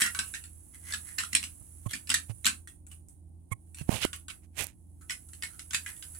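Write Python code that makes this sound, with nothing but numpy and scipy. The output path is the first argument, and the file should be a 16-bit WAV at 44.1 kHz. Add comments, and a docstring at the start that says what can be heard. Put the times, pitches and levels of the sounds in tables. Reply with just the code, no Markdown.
"""Small plastic bricks pressed onto a hollow model on the floor of a small room: snaps, ticks, scrapes.
Each contact is a chatter of edges that rings the model; studs slide and catch under the fingers.
The hand holding the camera bumps and rubs its right microphone port.
Behind it, a thin hiss rings in both ports and a fan hums low."""
import sys
import numpy as np
from scipy import signal
from scipy.fft import rfft, irfft, next_fast_len
from scipy.io import wavfile
from scipy.ndimage import map_coordinates

SR = 44100
rng = np.random.default_rng(int(sys.argv[2]) if len(sys.argv) > 2 else 0)


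def log_audio(samples):
    """Write samples as a 16-bit WAV file to the path given in sys.argv[1]."""
    # one column per channel
    frames = np.atleast_2d(samples).T
    # limit to full scale, then quantise
    limited = np.clip(frames, -1, 1)
    pcm = np.round(limited * 32767).astype(np.int16)
    wavfile.write(sys.argv[1], SR, pcm)


N = 272979

# room decay: freq_hz, t60_s
ROOM_DECAY = [(200, 0.3), (2000, 0.15), (8000, 0.16), (15000, 0.049)]
# fan motor lines: freq_hz, level_db
FAN_LINES = [(59.2, -62), (80.7, -58.5), (83.2, -55), (118.5, -70.5), (166.9, -68.5), (296, -75.5),
             (339, -76.5)]
# hiss envelope: time_s, level_db
HISS_ENVELOPE = [(0.0, -48), (0.27, -45.5), (0.48, -59.5), (0.76, -58), (0.96, -48.5), (1.28, -51.5),
                 (1.62, -56.5), (2.1, -57.5), (2.52, -59.5), (2.69, -80.5), (3.1, -76), (3.33, -82.5),
                 (3.55, -77), (3.69, -69.5), (3.79, -66.5), (3.93, -51.5), (4.02, -55), (4.33, -79),
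                 (4.98, -71.5), (5.22, -60), (5.74, -55.5), (5.84, -52), (6.19, -49.5)]
# right port resonance, sinks and returns: time_s, freq_hz
PORT_RESONANCE = [(0, 10220), (.8, 10230), (.95, 10020), (1.3, 10230), (2.1, 10220), (2.62, 9180),
                  (2.9, 9560), (3.15, 9320), (3.5, 9450), (3.9, 10200), (4.4, 10300), (6.19, 10250)]
# background spectra: freq_hz, density_db
FAN_AIR_SPECTRUM = [(20, -11.5), (45, 0), (80, 4), (130, -4.5), (200, -6.5), (310, -7), (450, -23.5),
                    (800, -22.5), (1500, -48.5), (5000, -47.5), (16000, -54.5)]
HISS_LEFT_SPECTRUM = [(1000, -20.5), (5000, -24), (6800, -10.5), (8100, 0.5), (9200, -4.5), (11500, -15.5),
                      (16000, -13.5)]
HISS_RIGHT_SPECTRUM = [(1000, -15.5), (5000, -24), (6800, -9), (8100, -5.5), (9700, 6), (11500, -4),
                       (13500, -11.5), (16000, -16)]

# bumps on the camera body: start_s, level_db, pitch_hz, t60_s, skin_db
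BODY_BUMPS = [(1.611, -37, 101, 0.098, -73), (1.862, -15, 110, 0.073, -50), (2.297, -21.5, 111, 0.14, -47),
              (3.517, -18, 107, 0.091, -49), (3.812, -22.5, 144, 0.068, -47.5),
              (3.892, 1.5, 190, 0.012, -51), (4.0508, -1, 260, 0.006, -27)]
# finger rubs at the right port: centre_s, sigma_s, level_db, drag_rel_db, crunch_rel_db
FINGER_RUBS = [(3.931, 0.022, -39.5, 7, -7.5), (3.962, 0.028, -36.5, -4, -0.5),
               (4.035, 0.014, -36, -6.5, 9.5), (4.051, .002, -39, 15, -4), (4.306, 0.0065, -46, -16, 7),
               (4.443, 0.012, -62, -5.5, -16), (4.606, 0.018, -28, -11.5, -11),
               (4.641, .04, -46, -10.5, -26)]
# finger squeaks: centre_s, level_db, pitch_hz, octave_rel_db
FINGER_SQUEAKS = [(1.868, -39, 1094, -22), (3.526, -30, 1067, 0)]
# dry ticks of the case: start_s, level_db
CASE_TICKS = [(4.163, -21), (4.624, -16), (4.637, -12.5), (4.643, -10), (4.669, -15)]
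# friction spectra of the grip: freq_hz, density_db
SKIN_SPECTRUM = [(200, -9), (1000, -11), (2400, 1.5), (4500, -11), (7000, -3), (9500, -1.5), (12000, -9),
                 (16000, -18)]
DRAG_SPECTRUM = [(25, -10.5), (120, 5), (300, -11), (700, -6.5), (1100, -11.5), (2500, -32.5)]
CRUNCH_SPECTRUM = [(1200, -19.5), (2200, -3.5), (2900, 2.5), (4300, -6), (6000, -13), (10000, -28.5)]
SIZZLE_SPECTRUM = [(1500, -43), (2600, -19), (3500, -76), (6000, -15), (8000, -2.5), (10000, -1),
                   (12000, -10), (16000, -26.5)]

# strokes of studs over studs: centre_s, sigma_s, level_db, resonance_hz
STUD_STROKES = [(0.013, 0.033, -23, 1840), (0.202, 0.021, -41, 1310), (0.282, 0.098, -54, 2760),
                (0.747, 0.0079, -48, 1970), (0.898, 0.027, -37.5, 1960), (1.088, 0.033, -46.5, 1892),
                (1.907, 0.01014, -39.5, 3400), (2.919, 0.007, -47, 2830), (3.787, 0.017, -44, 2760),
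                (5.02, .0065, -53.5, 1370), (5.518, 0.044, -58.5, 1390), (5.78, 0.021, -51, 1660),
                (5.894, 0.027, -46, 1850)]
# brick presses: snap_s, level_db, hollow_rel_db, ring_hz, slide_s (touch to snap; 0 = plain tap)
BRICK_PRESSES = [(0.0175, -12, -7.5, 2120, 0), (0.0615, -24.5, 5.5, 1903, 0.014),
                 (0.1479, -32.5, 3, 1545, 0.00024), (0.19, -19, -4, 1543, 0.001),
                 (0.3461, -29.5, -0.5, 1840, .008), (0.4389, -41, -8, 1885, 0),
                 (0.9362, -23, -4.5, 1704, .0135), (1.185, -17.5, -4.5, 1827, 0.0025),
                 (1.2349, -29.5, -1.5, 1402, .031), (1.3504, -10, -19, 1955, .02),
                 (1.4381, -27.5, -14, 2110, .01), (1.9346, -24.5, -4.5, 1800, 0.0025),
                 (2.0718, -35, -16, 1750, 0), (2.1014, -14.5, -12.5, 1430, .008),
                 (2.141, -13, -2.5, 1845, 0.026), (2.4546, -13.5, -16.5, 1290, .0095),
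                 (2.4655, -10.5, -9, 2150, 0), (2.6737, -42, 0, 1870, 0), (2.8662, -59, -3, 1450, 0),
                 (3.0847, -67, -15, 1444, 0), (3.7463, -60, -15, 2460, 0.00098),
                 (4.0384, -25.5, -3.5, 1487, 0.022), (4.131, -30.5, -9, 1455, 0.00046),
                 (4.2825, -40, -6.5, 1550, 0.00029), (4.3016, -38, -4.5, 1510, 0),
                 (5.1056, -24, 1, 2034, .0095), (5.287, -56.5, -3, 1360, 0),
                 (5.333, -57, -17, 1600, 0.00032), (5.4335, -26, 1.5, 2174, .01),
                 (5.593, -41, -16, 1780, 0.00023), (5.708, -36, -9, 1520, 0.00051),
                 (5.7455, -15.5, -10, 1840, .0125), (5.8621, -32, 4.5, 2002, 0),
                 (5.9655, -51.5, -5.5, 1900, 0), (6.0245, -41.5, -10, 1600, 0.00038),
                 (6.1481, -46.5, -4.5, 1780, 0)]
# modes of the hollow model: ring_ratio, level_db, t60_s
MODEL_MODES = [(.74, -9.5, 0.044), (0.849, 3.5, 0.017), (0.928, -5, 0.033), (1, 4.5, 0.043),
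               (1.1, -8.5, 0.027), (1.22, -8.5, 0.027), (1.452, -4.5, 0.046), (1.68, -8.5, 0.013)]
# brick contact spectra: freq_hz, density_db
STUD_SPECTRUM = [(300, -19.5), (950, -14), (1400, -2.5), (2500, 1.5), (3600, -4.5), (5500, -4.5), (8000, 3),
                 (11000, -11), (16000, -18.5)]
SNAP_SPECTRUM = [(60, -29), (150, -11), (250, 1.5), (450, -37), (1050, -13.5), (1500, -3), (2800, 8.5),
                 (4500, 0.5), (6200, -1), (8000, -21.5), (15000, -42)]
EDGE_SPECTRUM = [(3000, -52), (6000, -13.5), (7800, 1), (9000, -7), (11000, -20), (13000, -23),
                 (16000, -30.5)]


def amp(db):
    """Decibels to gain."""
    return 10 ** (np.asarray(db) / 20)


def unit(x):
    """Scale to rms 1."""
    return x / np.sqrt(np.mean(x ** 2) + 1e-20)


def along(points, hz):
    """Read (freq_hz, value) points on a log frequency axis."""
    freqs_hz, values = np.transpose(points)
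    return np.interp(np.log(hz + 1), np.log(freqs_hz + 1), values)


def curve(rows):
    """(time_s, value) rows to one value per sample."""
    return np.interp(np.arange(N) / SR, *np.transpose(rows))


def wobble(rate_hz):
    """Smooth curve through random knots."""
    knots = rng.standard_normal(int(N * rate_hz / SR) + 4)
    return map_coordinates(knots, [np.arange(N) * rate_hz / SR])


def fade(t, t60_s):
    """Exponential decay."""
    return np.exp(-np.log(1000) * t / t60_s)


def swell(centre_s, sigma_s):
    """Gaussian envelope."""
    return np.exp(-.5 * ((np.arange(N) / SR - centre_s) / sigma_s) ** 2)


def colour(x, spectrum, size=4096):
    """Minimum-phase filter of unit energy, shaped by (freq_hz, level_db) points."""
    cepstrum = irfft(np.log(amp(along(spectrum, np.fft.rfftfreq(size, 1 / SR)))))
    cepstrum[1:size // 2] *= 2
    cepstrum[size // 2 + 1:] = 0
    kernel = irfft(np.exp(rfft(cepstrum)))
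    return signal.fftconvolve(x, kernel / np.linalg.norm(kernel))[:len(x)]


def noise(spectrum):
    """Coloured noise, rms 1."""
    return unit(colour(rng.standard_normal(N), spectrum))


def grains(rate_hz, spread_db=3):
    """Tiny slips of uneven size at random times, rms 1."""
    hits = rng.random(N) < rate_hz / SR
    return unit(hits * rng.standard_normal(N) * amp(spread_db * rng.standard_normal(N)))


def add(track, start_s, sound):
    """Mix a sound into a track."""
    part = track[..., max(round(start_s * SR), 0):][..., :sound.shape[-1]]
    part += sound[..., :part.shape[-1]]


def room(x, scatter_db=3, tail_db=1, scatter_t60_s=.017, size=16384):
    """Direct sound, scatter from hands and floor, and room tail at two microphones."""
    hz, frames_s, bins = signal.stft(rng.standard_normal((2, size)), SR, nperseg=256)
    bins = bins * fade(frames_s, along(ROOM_DECAY, hz)[:, None])
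    early = fade(np.arange(size) / SR, scatter_t60_s)
    tail = signal.istft(bins, SR, nperseg=256)[1][:, :size] * (1 - early)
    scatter = rng.standard_normal((2, size)) * early
    response = (amp(scatter_db) * unit(scatter) + amp(tail_db) * unit(tail)) / np.sqrt(size)
    response[:, 0] += 1
    return signal.fftconvolve(x[None], response, axes=1)[:, :N]


def fan(air_db=-61, left_db=-3, right_db=0.5, width=0.88):
    """Slightly unsteady motor lines over a low rush of air."""
    t, hum = np.arange(N) / SR, np.zeros(N)
    for hz, db in FAN_LINES:
        drift_rad, swing_db = .3 * wobble(2), wobble(2)
        phase = 2 * np.pi * (hz * t + rng.random()) + drift_rad
        hum += np.sqrt(2) * amp(db + swing_db) * np.sin(phase)
    mid, side = noise(FAN_AIR_SPECTRUM), width * noise(FAN_AIR_SPECTRUM)
    air = amp(air_db) * np.array([mid + side, mid - side])
    return amp([[left_db], [right_db]]) * (hum + air)


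def port_hiss(contacts, left_db=-3.5, right_db=2.5, flare_db=-42, knee_db=-22, release_s=0.014):
    """Thin hiss that flares after each contact and sinks in the pauses."""
    left, right = noise(HISS_LEFT_SPECTRUM), noise(HISS_RIGHT_SPECTRUM)
    pole = np.exp(-1 / (release_s * SR))
    follower = signal.lfilter([1 - pole], [1, -pole], np.abs(contacts))
    flare = amp(flare_db) * np.sqrt(follower / (follower + amp(knee_db)))
    level = np.hypot(amp(curve(HISS_ENVELOPE)), flare)
    return level * np.array([amp(left_db) * left, amp(right_db) * right])


def port_ring(x, width_hz=250):
    """The band picked out by the right port's narrow, drifting resonance."""
    carrier = np.exp(2j * np.pi * np.cumsum(curve(PORT_RESONANCE)) / SR)
    lowpass = signal.butter(2, width_hz / 2, fs=SR, output="sos")
    return 2 * np.real(carrier * signal.sosfilt(lowpass, x * carrier.conj()))


def body_bumps(leak_hz=75):
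    """Damped thumps of the hand on the camera; the port leaks away slow pressure."""
    out, t = np.zeros(N), np.arange(SR // 4) / SR
    for start_s, db, hz, t60_s, _ in BODY_BUMPS:
        add(out, start_s, amp(db) * np.sin(2 * np.pi * hz * t) * fade(t, t60_s))
    return signal.sosfilt(signal.butter(1, leak_hz, "highpass", fs=SR, output="sos"), out)


def skin_friction(bump_drag_db=-24.5, bump_crunch_db=-9.5):
    """Skin brush, low drag and case crunch at each bump and rub."""
    spectra = SKIN_SPECTRUM, DRAG_SPECTRUM, CRUNCH_SPECTRUM
    skin, drag, crunch = (unit(colour(grains(rate_hz=5000), spectrum)) for spectrum in spectra)
    out = np.zeros(N)
    for start_s, db, _, t60_s, skin_db in BODY_BUMPS:
        brush_s = .06 * t60_s  # softer bumps brush longer
        brush = amp(skin_db) * (skin + amp(bump_crunch_db) * crunch)
        out += swell(start_s + brush_s, .0011 + brush_s) * (brush + amp(db + bump_drag_db) * drag)
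    for centre_s, sigma_s, db, drag_db, crunch_db in FINGER_RUBS:
        rub = skin + amp(drag_db) * drag + amp(crunch_db) * crunch
        out += amp(db) * swell(centre_s, sigma_s) * rub
    return out


def finger_squeaks(sizzle_db=-5, third_harmonic_db=-19, sigma_s=.0055):
    """A finger sticks and slips: a jittery tone with skin sizzle."""
    out = np.zeros(N)
    for centre_s, db, hz, octave_db in FINGER_SQUEAKS:
        phase = 2 * np.pi * np.cumsum(hz * (1 + .05 * wobble(700))) / SR
        tone = np.sin(phase) + amp(octave_db) * np.sin(2 * phase)
        tone += amp(third_harmonic_db) * np.sin(3 * phase)
        out += amp(db) * swell(centre_s, sigma_s) * (tone + amp(sizzle_db) * noise(SIZZLE_SPECTRUM))
    return out


def case_ticks(pitch_hz=10500, t60_s=.001):
    """The gripped case gives dry, high ticks."""
    out, t = np.zeros(N), np.arange(SR // 4) / SR
    for start_s, db in CASE_TICKS:
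        add(out, start_s, amp(db) * np.cos(2 * np.pi * pitch_hz * t) * fade(t, t60_s))
    return out


def uneven(spectrum, depth_db):
    """Chance peaks and dips: every grip on a brick favours other resonances."""
    hz = np.concatenate([np.geomspace(60, 1000, 11, endpoint=False), np.geomspace(1000, SR / 2, 45)])
    return np.column_stack([hz, along(spectrum, hz) + depth_db * rng.standard_normal(len(hz))])


def touch_db(press_db):
    """A harder press begins with a somewhat firmer touch."""
    return -18 + .42 * press_db


def stud_scrapes(level_db=-7.5, flutter_db=2, hollow_db=-0.5, fidget_db=-14,
                 settle_db=-16, settle_lag_s=.017, settle_hz=2620):
    """Studs slide and catch in strokes and at each press, ringing the model; faint ticks between."""
    settling = np.zeros(N)
    for snap_s, db, _, _, slide_s in BRICK_PRESSES:
        envelope = swell(snap_s + settle_lag_s - slide_s, .0076 + slide_s / 2)
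        settling += amp(min(db, touch_db(db)) + settle_db) * envelope
    strokes = [(amp(db) * swell(centre_s, sigma_s), hz) for centre_s, sigma_s, db, hz in STUD_STROKES]
    fidget = unit(colour(grains(rate_hz=60), STUD_SPECTRUM))
    out = amp(curve(HISS_ENVELOPE) + fidget_db) * fidget
    for pressure, hz in strokes + [(settling, settle_hz)]:
        slips = grains(rate_hz=600)
        hollow = signal.lfilter(*signal.iirpeak(hz, Q=12, fs=SR), slips)
        ticks = unit(colour(slips, uneven(STUD_SPECTRUM, depth_db=3)))
        out += pressure * (ticks + amp(hollow_db) * unit(colour(hollow, STUD_SPECTRUM)))
    return room(out * amp(level_db + flutter_db * wobble(40)))


def brick_contact(db, hollow_db, ring_hz, snap_db=-21, ring_db=-21, rebound_db=-15,
                  chatter_t60_s=.0074, size=4096):
    """A brief chatter of edges with three tiny rebounds; the hollow model rings."""
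    t = np.arange(size) / SR
    force = fade(t, chatter_t60_s) * (1 - fade(t, .0033))
    for delay_s in rng.uniform(.0027, .02, 3):
        rebound = (t > delay_s) * fade(np.abs(t - delay_s), chatter_t60_s)
        force += amp(rebound_db) * fade(delay_s, .24) * rebound
    chatter = rng.standard_normal(size) * force
    ring = np.zeros(size)
    for ratio, mode_db, t60_s in MODEL_MODES:
        hz = ring_hz * ratio * rng.normal(1, .0082)  # fingers detune the model at every touch
        envelope = amp(mode_db + rng.normal(0, 2.5)) * fade(t, t60_s)
        ring += envelope * np.sin(2 * np.pi * (hz * t + rng.random()))
    edge_db = -25 + .75 * max(-36 - db, 0)  # light contacts are mostly edge
    click = amp(snap_db) * unit(colour(chatter, uneven(SNAP_SPECTRUM, depth_db=3.5)))
    click += amp(edge_db) * unit(colour(chatter, EDGE_SPECTRUM))
    click += amp(ring_db + hollow_db) * unit(ring * (1 - fade(t, .01)))
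    return amp(db) * room(click)


def brick_presses():
    """A pressed brick touches, then snaps home; a tapped one makes a single contact."""
    out = np.zeros((2, N))
    for snap_s, db, hollow_db, ring_hz, slide_s in BRICK_PRESSES:
        add(out, snap_s, brick_contact(db, hollow_db, ring_hz))
        if slide_s > 0:
            add(out, snap_s - slide_s, brick_contact(touch_db(db), hollow_db, ring_hz))
    return out


def scene(port_ring_db=9, bricks_to_ring_db=-22, grip_room_db=-37):
    """Each port colours the bricks differently; the grip is on the right and faintly in the room."""
    left, right = brick_presses() + stud_scrapes()
    hiss_left, hiss_right = port_hiss(right)
    grip = body_bumps() + skin_friction() + finger_squeaks() + case_ticks()
    left = amp(-3.5) * colour(left, [(200, -6), (1800, -6.5), (2700, -16.5), (4500, -2),
                                     (6500, -6.5), (8000, 2.5), (10000, -2.5), (16000, -1)])
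    right = amp(0.5) * colour(right, [(200, 3.5), (1800, 2.5), (3000, 0), (4500, 0),
                                      (8000, -2.5), (10000, 11), (16000, 4.5)])
    ring = amp(port_ring_db) * port_ring(hiss_right + amp(bricks_to_ring_db) * right)
    ports = np.array([left + hiss_left, right + hiss_right + ring + grip])
    return ports + amp(grip_room_db) * room(grip) + fan()


def record(dry, cutoff_hz=15900):
    """The camera's sharp band limit."""
    size = next_fast_len(N + SR // 2)
    passband = np.fft.rfftfreq(size, 1 / SR) < cutoff_hz
    return irfft(rfft(dry, size) * passband, size)[:, :N]


dry = scene()
out = record(dry)
log_audio(out)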